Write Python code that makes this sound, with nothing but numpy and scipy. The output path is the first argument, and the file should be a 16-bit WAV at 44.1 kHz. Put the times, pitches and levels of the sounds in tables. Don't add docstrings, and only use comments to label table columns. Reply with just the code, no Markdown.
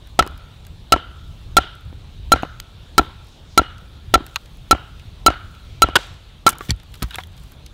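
import sys
import numpy as np
from scipy import signal
from scipy.fft import rfft, irfft
from scipy.io import wavfile
from scipy.ndimage import uniform_filter1d, map_coordinates

SR = 44100
rng = np.random.default_rng(int(sys.argv[2]) if len(sys.argv) > 2 else 0)


def nominal_scale(level):
    x = np.asarray(level, float) / 20
    return 10 ** x


def put_to_file(sound):
    columns = np.atleast_2d(sound).T
    safe = np.clip(columns, -1, 1)
    whole_steps = np.round(safe * 32767)
    wavfile.write(sys.argv[1], SR, whole_steps.astype(np.int16))


N = 340893


def along(points, hz):
    f, v = np.transpose(points)
    return np.interp(np.log(hz + 1), np.log(f + 1), v)


def curves(rows):
    s, *cols = np.transpose(rows)
    return [np.interp(np.arange(N) / SR, s, c) for c in cols]


def unit(x):
    return x / np.sqrt(np.mean(x ** 2) + 1e-20)


def wobble(rate):
    knots = rng.standard_normal(int(N * rate / SR) + 4)
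    return map_coordinates(knots, [np.arange(N) * rate / SR])


def bump(middle_s, half_s):
    return np.exp(-((np.arange(N) / SR - middle_s) / half_s) ** 2)


def swells(rows):
    return sum(nominal_scale(db) * bump(s, half_s) for s, db, half_s in rows)


def rush(spectrum, patchy_db):
    z = signal.stft(rng.standard_normal(N), nperseg=512)[2]
    field = uniform_filter1d(uniform_filter1d(rng.standard_normal(z.shape), 6, 0), 12, 1)
    x = signal.istft(z * nominal_scale(patchy_db * unit(field)), nperseg=512)[1][:N]
    colour = nominal_scale(along(spectrum, np.fft.rfftfreq(N, 1 / SR)))
    return unit(irfft(rfft(x) * colour, N))


def ring(t, hz, db, t60, rise):
    return nominal_scale(db - 60 * t / t60) * (1 - np.exp(-t / rise)) * np.sin(2 * np.pi * hz * t)


def burst(t, hz, width_hz, t60, grit_db=0):
    x = rng.standard_normal(len(t)) * nominal_scale(-60 * t / t60) * (1 - np.exp(-t / 0.000052))
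    grit = np.repeat(rng.standard_normal(len(t) // 24 + 1), 24)[:len(t)]
    x *= nominal_scale(grit_db * grit)
    peak = signal.iirpeak(min(hz, SR / 3), max(hz / width_hz, 0.5), SR)
    x = signal.lfilter(*peak, signal.lfilter(*peak, x))
    return x / np.max(np.abs(x))


def add(track, s, x):
    start = round(s * SR)
    track[start:][:len(x)] += x[:len(track) - start]


# time_s, level_db
WIND = [(0.0, -44), (1.05, -44), (1.46, -38), (1.68, -42.5), (2.37, -38.5), (2.67, -46), (3.05, -40.5),
        (3.34, -47), (3.96, -41), (4.11, -37), (4.39, -46.5), (4.8, -44), (5.36, -42.5), (5.81, -40.5),
        (5.92, -42.5), (6.42, -44.5), (7.32, -43.5), (7.73, -42.5)]
# middle_s, lift_db, half_s
PUFFS = [(.34, 6, .05), (.74, 4.5, .08), (1.35, 2, .08), (1.91, 6.5, .07), (2.8, 2, .05), (3.33, 2, .05),
         (4.5, 3, .06), (5.45, 1.5, .05), (5.7, 0.5, .06), (6.42, 3, .1), (6.05, -3.5, .05),
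         (2.55, -2.5, .06), (3.85, -5, .06)]
# freq_hz, density_db
RUMBLE = [(12, -49.5), (20, -3), (43, 5.5), (91, 2.5), (158, -6), (230, -18.5), (400, -28), (560, -56.5)]
# freq_hz, density_db
LEAVES = [(120, -23), (220, -5.5), (900, -11.5), (2000, -18), (3700, -9.5), (5000, -22.5), (8000, -29),
          (15500, -38)]
LEAF_DB, LEAVES_FOLLOW = -54, 0.13
SURGE_DB, SURGE_LEAD_S, SURGE_S = 1, 0.024, 0.11


def wind():
    gust_db, = curves(WIND)
    surge_db = SURGE_DB * sum(bump(s - SURGE_LEAD_S, SURGE_S) for s, *_ in BLOWS)
    puff_db = sum(db * bump(s, half_s) for s, db, half_s in PUFFS)
    rumble_db = gust_db + 3.0 + surge_db + puff_db
    lumps = nominal_scale(0.6 * wobble(3) + 0.8 * wobble(11))
    rumble = nominal_scale(rumble_db) * unit(lumps * rush(RUMBLE, patchy_db=1.4))
    hiss_db = LEAF_DB + LEAVES_FOLLOW * (gust_db - gust_db.mean()) + 2.0 + 0.51 * wobble(1.6)
    return rumble + nominal_scale(hiss_db) * rush(LEAVES, patchy_db=1.83)


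# middle_s, peak_db, half_s
STIRS = [(0.12, -63.5, 0.059), (0.55, -66, 0.15), (1.29, -63, 0.2), (2.4, -64, 0.2), (3.02, -49, 0.04),
         (3.3, -67, 0.082), (3.87, -62.5, 0.1), (4.32, -60, 0.11), (4.703, -60.5, 0.44),
         (5.547, -59.5, 0.18), (6.02, -56, 0.048), (6.644, -42.5, 0.045), (7.03, -52.5, 0.13),
         (7.19, -50, 0.06), (7.448, -54.5, 0.09)]
LITTER_REST_DB = -80.5
GRAINS_PER_S, GRAIN_DECAY_S = 110, 0.002


def litter():
    sizes = nominal_scale(5.1 * rng.exponential(1, N).clip(0, 3))
    grains = (rng.random(N) < GRAINS_PER_S / SR) * sizes
    swell = np.sqrt(signal.lfilter([1], [1, -np.exp(-1 / (GRAIN_DECAY_S * SR))], grains ** 2))
    hiss = rush([(1500, -49.5), (3000, 2.5), (6000, 7), (11000, 1.5), (16000, 4.0)], patchy_db=0.8)
    stirring = nominal_scale(LITTER_REST_DB) + swells(STIRS)
    return stirring * nominal_scale(-5.2) * unit(hiss * (1 + 0.4 * swell))


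# middle_s, peak_db, half_s
SLEEVE = [
    (2.056, -68.5, 0.12),
    (3.316, -60, 0.095),
    (3.526, -58, 0.06),
    (5.719, -62.5, 0.09),
]


def sleeve():
    cloth = rush([(2200, -30), (3800, -4), (5200, 0), (6800, -4), (9500, -18), (14000, -40)], patchy_db=1.5)
    return cloth * swells(SLEEVE)


# middle_s, peak_db, half_s
SCRAPES = [
    (6.535, -51, .025),
    (6.636, -45, .03),
    (7.005, -53, .012),
    (7.042, -50, 0.022),
    (7.124, -41, .02),
    (7.15, -42, .012),
    (7.2, -44, .018),
    (7.383, -59, .04),
]
# freq_hz, density_db
BARK = [(350, -40), (800, -5), (1600, 3), (2500, -8), (3500, 6), (4300, -6), (6000, -17), (12000, -40)]


def scrapes():
    grit = nominal_scale(4.9 * wobble(260))
    return unit(grit * rush(BARK, patchy_db=4.5)) * swells(SCRAPES)


# freq_hz, t60_s
TREES = [(200, 0.26), (1300, 0.59), (3500, 0.71), (7000, 0.087), (14000, 0.058)]
# freq_hz, gain_db
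TREE_COLOUR = [(150, 11), (600, -1), (1340, 4), (2200, 4.5), (3000, 3.5), (3800, 4.5), (5500, -16),
               (14000, 11)]


def trees(x):
    out, step = np.zeros(N + SR), SR // 2
    for start in range(0, N, step):
        hz, t, z = signal.stft(rng.standard_normal(SR * 3 // 4), SR, nperseg=256)
        decay_db = 60 * t / along(TREES, hz)[:, None]
        build_up = 1 - np.exp(-(t / 0.0035) ** 2)
        shape = nominal_scale(along(TREE_COLOUR, hz)[:, None] - decay_db) * build_up
        flutter = nominal_scale(2.5 * rng.standard_normal(len(t)))
        tail = signal.istft(z * shape * flutter, SR, nperseg=256)[1]
        echo = signal.fftconvolve(x[start:start + step], tail / np.linalg.norm(tail))
        add(out, start / SR, echo)
    return out[:N]


# freq_hz, width_hz, level_db
HEAD_ECHO = [(2910, 130, 1), (3150, 150, -2), (2020, 300, -6)]
# freq_hz, width_hz, level_db
SPLIT_ECHO = [(1510, 200, -4), (2700, 250, -8), (3250, 250, -5.5), (3700, 600, 2), (7600, 500, -8.5)]
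ECHO_RING_DB, ECHO_BODY_DB, ECHO_BRIGHT_DB, ECHO_HEAD_DB = -31.5, -33, -38.5, -35
SPLIT_ECHO_DB, SPLIT_ECHO_T60_S = -28.5, 0.62


def undergrowth():
    out, t = np.zeros(N), np.arange(SR * 3 // 5) / SR
    swell = 1 - np.exp(-(t / 0.036) ** 3)
    for (s, _, hz, _, echo_db), (_, bright_db, head_db, _, bright_hz) in zip(BLOWS, SQUARE):
        tone = burst(t, 1.04 * hz, 390, 0.5) + nominal_scale(-6) * burst(t, 1.01 * hz, 190, 1.0)
        body = nominal_scale(ECHO_BODY_DB + 14.0) * burst(t, 1400, 2200, 0.19)
        bright = nominal_scale(ECHO_BRIGHT_DB + 2) * burst(t, bright_hz, 950, 0.55)
        head = sum(nominal_scale(ECHO_HEAD_DB + head_db + g) * burst(t, f, w, 0.39) for f, w, g in HEAD_ECHO)
        air = nominal_scale(ECHO_BRIGHT_DB - 11.5) * burst(t, 6000, 6000, 0.22)
        echo = nominal_scale(ECHO_RING_DB + 3) * tone + body + head + nominal_scale(bright_db) * (bright + air)
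        add(out, s, nominal_scale(echo_db) * swell * echo)
    wide = burst(t, 890, 2400, SPLIT_ECHO_T60_S) + nominal_scale(1.5) * burst(t, 2900, 3500, SPLIT_ECHO_T60_S)
    wide += sum(nominal_scale(g - 7.5) * burst(t, f, w, SPLIT_ECHO_T60_S) for f, w, g in SPLIT_ECHO)
    add(out, SPLIT[0][0], nominal_scale(SPLIT_ECHO_DB) * (1 - np.exp(-(t / 0.019) ** 2)) * wide)
    return out


# start_s, peak_db, centre_hz
TICKS = [(5.8865, -30, 3500), (5.898, -36, 3600), (6.4912, -12, 9000), (6.4972, -11, 11000),
         (6.5035, -22, 9000), (6.5305, -31, 11000), (6.6525, -37, 6000), (6.7065, -8, 4800),
         (6.716, -34, 12000), (6.7632, -44, 9000), (6.92, -41, 9000), (7.0278, -13, 9000),
         (7.0865, -44, 11000), (7.1568, -19, 8000), (7.183, -36, 12000), (7.2365, -34, 8000),
         (7.2715, -37, 11000), (7.32, -49, 9000), (1.5875, -20, 6000), (2.601, -20, 3200),
         (0.9385, -24, 5000), (4.3593, -16, 3000), (7.33, -48, 8500), (7.3775, -38, 4000),
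         (7.384, -46, 9000), (7.4385, -43, 8000), (7.485, -50, 7500), (7.498, -49, 10000),
         (7.513, -48, 10000), (7.5195, -35, 14000), (7.527, -48, 13000), (7.534, -47, 12000),
         (7.6624, -31, 4500), (7.665, -39, 8200), (6.0695, -43, 7500), (4.3445, -41, 8500)]
# start_s, level_db, pitch_hz
CLANKS = [
    (0.9228, 11, 2800),
    (1.5683, 21, 3400),
    (2.9815, 6, 3100),
    (4.1412, 13, 3500),
    (4.1395, 8, 2200),
    (5.8208, 8, 3000),
    (1.5778, -2, 2700),
    (4.155, -5, 2200),
]
TICK_T60_S, TICK_WIDE, CLANK_T60_S = 0.004, 1.25, 0.011


def ticks():
    out, t = np.zeros(N), np.arange(SR // 50) / SR
    for s, db, hz in TICKS:
        add(out, s, nominal_scale(db) * burst(t, hz, TICK_WIDE * hz, TICK_T60_S))
    for s, db, hz in CLANKS:
        add(out, s, ring(t, hz, db, CLANK_T60_S, 0.0003))
    return out


# start_s, level_db, pitch_hz, t60_s
CHIPS = [(0.2065, -26, 3020, 0.018), (0.2245, -21, 1930, 0.015), (0.2255, -26, 4200, .015),
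         (0.226, -20.5, 1250, 0.018), (2.424, -37, 6600, 0.013), (2.425, -30, 2500, .02),
         (2.602, -29, 14200, .008), (4.3592, -8, 2700, .011), (4.3592, -17, 6560, 0.011),
         (4.3638, -19, 4300, 0.012), (6.491, -19, 6200, .012), (6.491, -16, 8500, .012),
         (6.503, -24, 7200, .012), (6.5, -31, 3480, 0.029), (6.5292, -34, 2280, .05),
         (6.5521, -34, 1150, .04), (6.6092, -24, 1150, 0.034), (6.609, -37, 3860, .02),
         (6.693, -31, 5700, .015), (6.6925, -26, 3600, .015), (6.697, -23, 2325, 0.048),
         (6.702, -23.5, 1880, 0.045), (6.706, -8, 4440, 0.015), (6.7055, -13, 7500, 0.0094),
         (6.7055, -17, 3300, 0.024), (6.7055, -15, 5850, 0.011), (6.715, -28, 4340, 0.014),
         (7.021, -25, 1460, .02), (7.026, -24, 4160, 0.018), (7.082, -43, 700, 0.023),
         (7.108, -28, 3870, .025), (7.109, -30, 2920, .03), (7.109, -34.5, 1570, 0.045),
         (7.1445, -21, 3450, 0.012), (7.147, -29, 1590, 0.035), (7.157, -21.5, 2670, 0.014),
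         (7.1845, -29, 1007, 0.03), (7.184, -30, 3840, .018), (7.185, -24, 2100, 0.017),
         (7.236, -24.5, 3400, .01), (7.2365, -37, 6400, .006), (7.236, -31.5, 2000, .008),
         (6.4795, -7, 2100, .02), (5.966, -15, 1053, .02), (4.3594, -21, 900, .012),
         (7.52, -40, 14000, .008), (7.0256, -28, 14000, .015), (7.1565, -28, 14000, 0.0087),
         (6.9414, -42, 14000, .012), (0.192, 0, 2100, 0.011)]


def chips():
    out, t = np.zeros(N), np.arange(SR // 16) / SR
    for s, db, hz, t60 in CHIPS:
        tap = ring(t, hz, db, t60, 0.0002)
        add(out, s, tap + nominal_scale(db - 11) * burst(t, hz, 0.21 * hz, t60))
    return out


# start_s, peak_db, soil_hz, t60_s, wood_db
FALLS = [
    (6.693, -18, 71, 0.091, 2.5),
    (6.7095, -17, 77.6, 0.057, -4),
    (6.7181, -21.5, 52.3, 0.13, -9),
    (7.023, -20, 56, 0.14, 1.5),
    (7.0398, -23.5, 56.6, 0.07, -3),
]


def falls():
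    out, t = np.zeros(N), np.arange(SR // 3) / SR
    for s, db, hz, t60, wood_db in FALLS:
        thump = ring(t, hz, db + 11.0, t60, 0.013) + ring(t, 98.5, db + 3.5, 0.091, 0.005)
        add(out, s, thump - ring(t, 174, db + wood_db + 8.5, 0.015, 0.00049))
    return out


# start_s, peak_db, middle_db
FIBRES = [(0.0717, -37, -7), (0.31, -45, 6), (0.377, -39, -11), (0.6494, -44.5, 7), (0.667, -35, -8),
          (1.7517, -44, -9), (1.81, -42, -12), (1.8522, -44, -7), (2.4245, -37, -3), (3.245, -47, -6),
          (3.27, -47, -12.5), (3.285, -46, -15), (3.7813, -40.5, 2.5), (4.2652, -26.5, -2),
          (4.3114, -48.5, 0), (4.345, -48, -8), (4.4583, -44.5, 8), (4.5715, -42, -12.5),
          (4.9962, -47.5, 10.5), (5.5498, -46.5, 8), (6.0691, -46, -7), (6.1404, -51, 7), (0.2645, -32, -2),
          (0.2065, -39, -13), (0.2245, -35, -3), (5.898, -56, 14)]
# start_s, peak_db, t60_s, middle_db, woody_db
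CRACKS = [(0.2748, -27.5, 0.0062, -1, 1), (2.6006, -24, 0.0071, 4, -20), (4.3594, -14, 0.012, 7, -3.5),
          (6.4764, -3.5, 0.021, -6, -0.5), (6.4902, -4, 0.032, -14, -33), (6.4962, -16, 0.017, -7, -24),
          (6.502, -23, 0.04, -12, -25), (6.5843, -26, 0.0063, -24, -15), (6.7075, -19, 0.013, 3, -11),
          (7.0265, -19, 0.044, -8, -14), (7.157, -25, 0.008, 0, -1)]
# start_s, peak_db, middle_db, woody_db
TWIGS = [(6.52, -32, -5, -6), (6.5288, -35, 6, -10), (6.5524, -48, 12, 9), (6.6078, -42, 4, 14),
         (6.65, -50, 9, -5), (6.6867, -39.5, 13, 6), (6.694, -31, 11, -1), (6.7154, -31, -2, -17),
         (6.799, -46, 10, -8), (6.8324, -43, 2, -2), (6.9404, -35.5, 7, -5), (6.954, -35, -1, -9),
         (7.0226, -31.5, 16.5, 11.5), (7.0854, -48, 0, 3), (7.1077, -32.5, 2, -2), (7.1244, -48, -2, -3),
         (7.1436, -29, 2, -3), (7.1844, -38, 6, 18), (7.201, -45, 12, 10), (7.2362, -44, -6, -8),
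         (7.272, -50, -15, -23.5), (7.367, -45, -1, -10), (7.377, -43, 5.5, -7), (7.398, -44, -11, -15),
         (7.461, -47, -8, -18), (7.436, -41, -23.5, -9), (7.5193, -41, -27.5, -5), (7.6624, -36, 4, -23)]
# start_s, peak_db, t60_s
SPLIT = [
    (5.9551, -2, 0.03),
    (5.9579, 2, 0.017),
    (5.9645, -5, 0.015),
]
# freq_hz, width_hz, level_db
SPLIT_WOOD = [(1497, 23, 13), (2920, 71, 5), (3300, 79, 1.5), (900, 50, 1.5), (335, 24, -16.5)]
FIBRE_T60_S, FIBRE_WOOD_DB, TWIG_T60_S = 0.013, -12, 0.022
WOODY_HZ, WOODY_SPREAD = 1350, 0.2


def snaps():
    out, t = np.zeros(N), np.arange(SR // 12) / SR
    fibres = [(s, db, FIBRE_T60_S, middle_db, FIBRE_WOOD_DB) for s, db, middle_db in FIBRES]
    twigs = [(s, db, TWIG_T60_S, *parts) for s, db, *parts in TWIGS]
    for s, db, t60, middle_db, wood_db in CRACKS + twigs + fibres:
        wood_hz = WOODY_HZ * np.exp(WOODY_SPREAD * rng.standard_normal())
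        spit = burst(t, 10000, 9800, 0.61 * t60, grit_db=5.5)
        rasp = nominal_scale(middle_db) * burst(t, 3000, 3200, 1.7 * t60, grit_db=5.5)
        click = nominal_scale(wood_db) * burst(t, wood_hz, 0.58 * wood_hz, 2.56 * t60)
        add(out, s, nominal_scale(db) * (spit + rasp + click))
    for s, db, t60 in SPLIT:
        crack = sum(nominal_scale(0.4 * g) * burst(t, f, 8 * w, t60) for f, w, g in SPLIT_WOOD)
        crack += nominal_scale(-10.5) * burst(t, 6700, 8000, 0.6 * t60, grit_db=3)
        add(out, s, nominal_scale(db) * crack)
    return out


# start_s, peak_db, pitch_hz, rough_db
KNOCKS = [(0.2649, -20, 386, -6), (1.927, -34, 300, -2.5), (2.433, -15.5, 300, -6), (2.433, -4, 744, -16),
          (2.45, -25, 500, -4), (4.207, -19, 300, -8), (4.3597, -31, 900, 3.5), (5.957, -5.5, 533, -6),
          (5.961, 0.5, 750, -2), (5.988, -21, 545, -12), (6.467, -1, 326, -7.5), (6.468, -27, 280, -4),
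          (6.608, -21.5, 402, 0.5), (7.0227, -26, 388, -5), (7.028, -18.5, 300, -10), (7.15, -33, 450, -19),
          (7.1848, -13.5, 900, -3.5)]
# start_s, peak_db, log_db, touch_db
LANDINGS = [
    (0.207, -15, -10, -25),
    (0.9381, -6, 3, -28),
    (1.5845, -7, 7, -9),
    (2.3371, -6, 0, -27),
    (2.9932, -4, 2, -27),
    (3.5932, -7, 1, -24),
    (4.1535, -1, 4, -12),
    (4.7278, -4, 3, -24),
    (5.2826, -5, 1, -27),
    (5.841, -9, -12, -27),
]
# start_s, peak_db, touch_db
REBOUNDS = [
    (0.2243, -23, -11),
    (0.962, -13, -31.5),
    (2.36, -21, -24.5),
    (3.013, -19, -37),
    (3.6158, -14, -43),
    (4.178, -21.5, -37.5),
    (4.7488, -17.5, -38),
    (5.3028, -13.5, -17),
    (5.8872, -17, -33),
]
LANDING_HZ, REBOUND_HZ, FOOT_ROUGH_DB = 292, 315, -0.5
LOG_HZ, LOG_DB, LOG_T60_S = 737, 0.5, 0.022


def knocks():
    out, t = np.zeros(N), np.arange(SR // 8) / SR
    landings = [(s, db, LANDING_HZ, FOOT_ROUGH_DB, db + touch_db) for s, db, _, touch_db in LANDINGS]
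    rebounds = [(s, db, REBOUND_HZ, FOOT_ROUGH_DB, touch_db) for s, db, touch_db in REBOUNDS]
    bumps = [(*row, -np.inf) for row in KNOCKS]
    for s, db, hz, rough_db, touch_db in landings + rebounds + bumps:
        push = -ring(t, hz, db + 0.5, 7 / hz, 0.068 / hz)
        rough = burst(t, 2 * hz, 1.9 * hz, 0.016) + nominal_scale(-28) * burst(t, 2800, 1800, 0.012)
        touch = nominal_scale(touch_db) * burst(t, 1500, 1600, 0.016)
        add(out, s, push + nominal_scale(db + rough_db) * rough + touch)
    for s, db, log_db, _ in LANDINGS:
        add(out, s, ring(t, LOG_HZ * rng.normal(1, 0.03), db + log_db + LOG_DB, LOG_T60_S, 0.0004))
    for s, db, _ in REBOUNDS:
        add(out, s, ring(t, LOG_HZ, db - 5.5, LOG_T60_S, 0.0004))
    return out


# start_s, ring_db, ring_hz, choke_s (ring cut short at landing), echo_db (undergrowth)
BLOWS = [(0.1907, -5.5, 1338, 0.012, -3.5), (0.922, -1.5, 1343, 0.03, 1.5), (1.568, 1, 1365, 0.022, 1.5),
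         (2.319, 4, 1358, 0.021, 5.5), (2.98, -1, 1350, 0.016, -8), (3.576, 1.5, 1357, 0.025, 2.5),
         (4.1395, 0, 1348, 0.018, -5), (4.7102, 0.5, 1352, 0.02, -2), (5.263, 4, 1345, 0.034, 5),
         (5.82, 5, 1347, 0.023, 1), (6.465, 0.5, 1357, 0.027, -4)]
# steel_db, bright_echo_db, head_echo_db, upper_over_lower_modes_db, bright_echo_hz
SQUARE = [(1.5, 1.5, -2, 2, 3700), (7, -3, 2.5, 1, 3800), (-2.5, 12, 4.5, 1.5, 3350),
          (-4, 2, -2.5, 3.5, 3700), (-9, 10, 0, -1.5, 3500), (0.5, -4, 2.5, 0, 3800),
          (-8, 0, -1, -0.5, 3400), (-1, -6.5, 3, 0.5, 3700), (-0.5, -4, 1, 0, 3500), (3, 2.5, 2.5, 1, 2900),
          (-0.5, -1.5, -3, 0, 3500)]
# freq_hz, level_db, t60_s
BATON = [(731, 6.5, 0.0095), (559.7, -2.5, 0.011), (391, -1.5, 0.016), (300, -5, 0.0077),
         (900, -17.5, 0.0041)]
# freq_hz, width_hz, level_db, t60_s
STEEL = [(3010, 120, -56, 0.3)]
LOW_DB, LOW_FOLLOWS = 2, 0.11
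THUMP_DB, THUMP_GROWS_DB, THROUGH_DB = -0.6, 0.51, -29
CHOKE_DB, CHOKE_S, RING_LEFT_DB = -3, 0.0013, -29
RING_STARTS_FLAT, RING_SETTLES_S = 0.024, 0.006


def blows():
    air, soil, t = np.zeros(N), np.zeros(N), np.arange(SR // 2) / SR
    thumps_db = np.append(THUMP_DB + THUMP_GROWS_DB * np.arange(len(BLOWS) - 1), THROUGH_DB)
    ring_t = t - RING_STARTS_FLAT * RING_SETTLES_S * (1 - np.exp(-t / RING_SETTLES_S))
    for (s, db, hz, choke_s, _), thump_db, (steel_db, _, _, upper_db, _) in zip(BLOWS, thumps_db, SQUARE):
        choke = nominal_scale(CHOKE_DB * np.logaddexp(0, (t - choke_s) / CHOKE_S))
        x = (choke + nominal_scale(RING_LEFT_DB)) * ring(ring_t, hz, 0, 0.044, 0.0019)
        low_db = LOW_DB - (1 - LOW_FOLLOWS) * db
        for f, g, t60 in BATON:
            mode_db = low_db + g + upper_db * np.log2(f / 500) + rng.normal(0, 1)
            x += ring(t, f * rng.normal(1, 0.041), mode_db, t60, 0.00017)
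        x += nominal_scale(1.5) * burst(t, 3400, 5000, 0.006)
        x += nominal_scale(steel_db / 2 - db - 21.0) * burst(t, 2900, 1600, 0.043)
        x += nominal_scale(steel_db - db - 5.5) * burst(t, 2974, 900, 0.013)
        x += sum(nominal_scale(g + steel_db - db) * burst(t, f, w, t60) for f, w, g, t60 in STEEL)
        add(air, s, nominal_scale(db + 17.5) * x)
        thump = ring(t, 61, thump_db - 10.5, 0.094, 0.0023) + ring(t, 140, thump_db - 19.0, 0.06, 0.003)
        add(soil, s + 0.017, thump)
    return air, soil


def scene():
    air, soil = blows()
    near = air + knocks() + snaps() + chips()
    sway = 1 + 0.3 * wobble(200)
    echoes = nominal_scale(-45.0) * sway * trees(near) + undergrowth()
    ground = soil + falls() + litter() + scrapes() + ticks()
    return (near + echoes + ground + sleeve() + wind())[None]


def band_limit(x):
    return signal.sosfilt(signal.butter(12, 17060, fs=SR, output="sos"), x)


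def record(dry):
    top, release_s = 0.6, 0.06
    x = dry / (1 + np.abs(dry / top) ** 12) ** (1 / 12)
    keep = np.exp(-1 / (release_s * SR))
    load = signal.lfilter([1 - keep], [1, -keep], x ** 2, axis=1)
    x = x / (1 + 1.1 * load)
    hz = np.fft.rfftfreq(N, 1 / SR)
    edge = nominal_scale(np.interp(hz, [15700, 15900, 16900, 17100], [0, -14, -24, -90]))
    mix = irfft(rfft(x) * edge, N)
    return band_limit(mix)


dry = scene()
out = record(dry)
put_to_file(out)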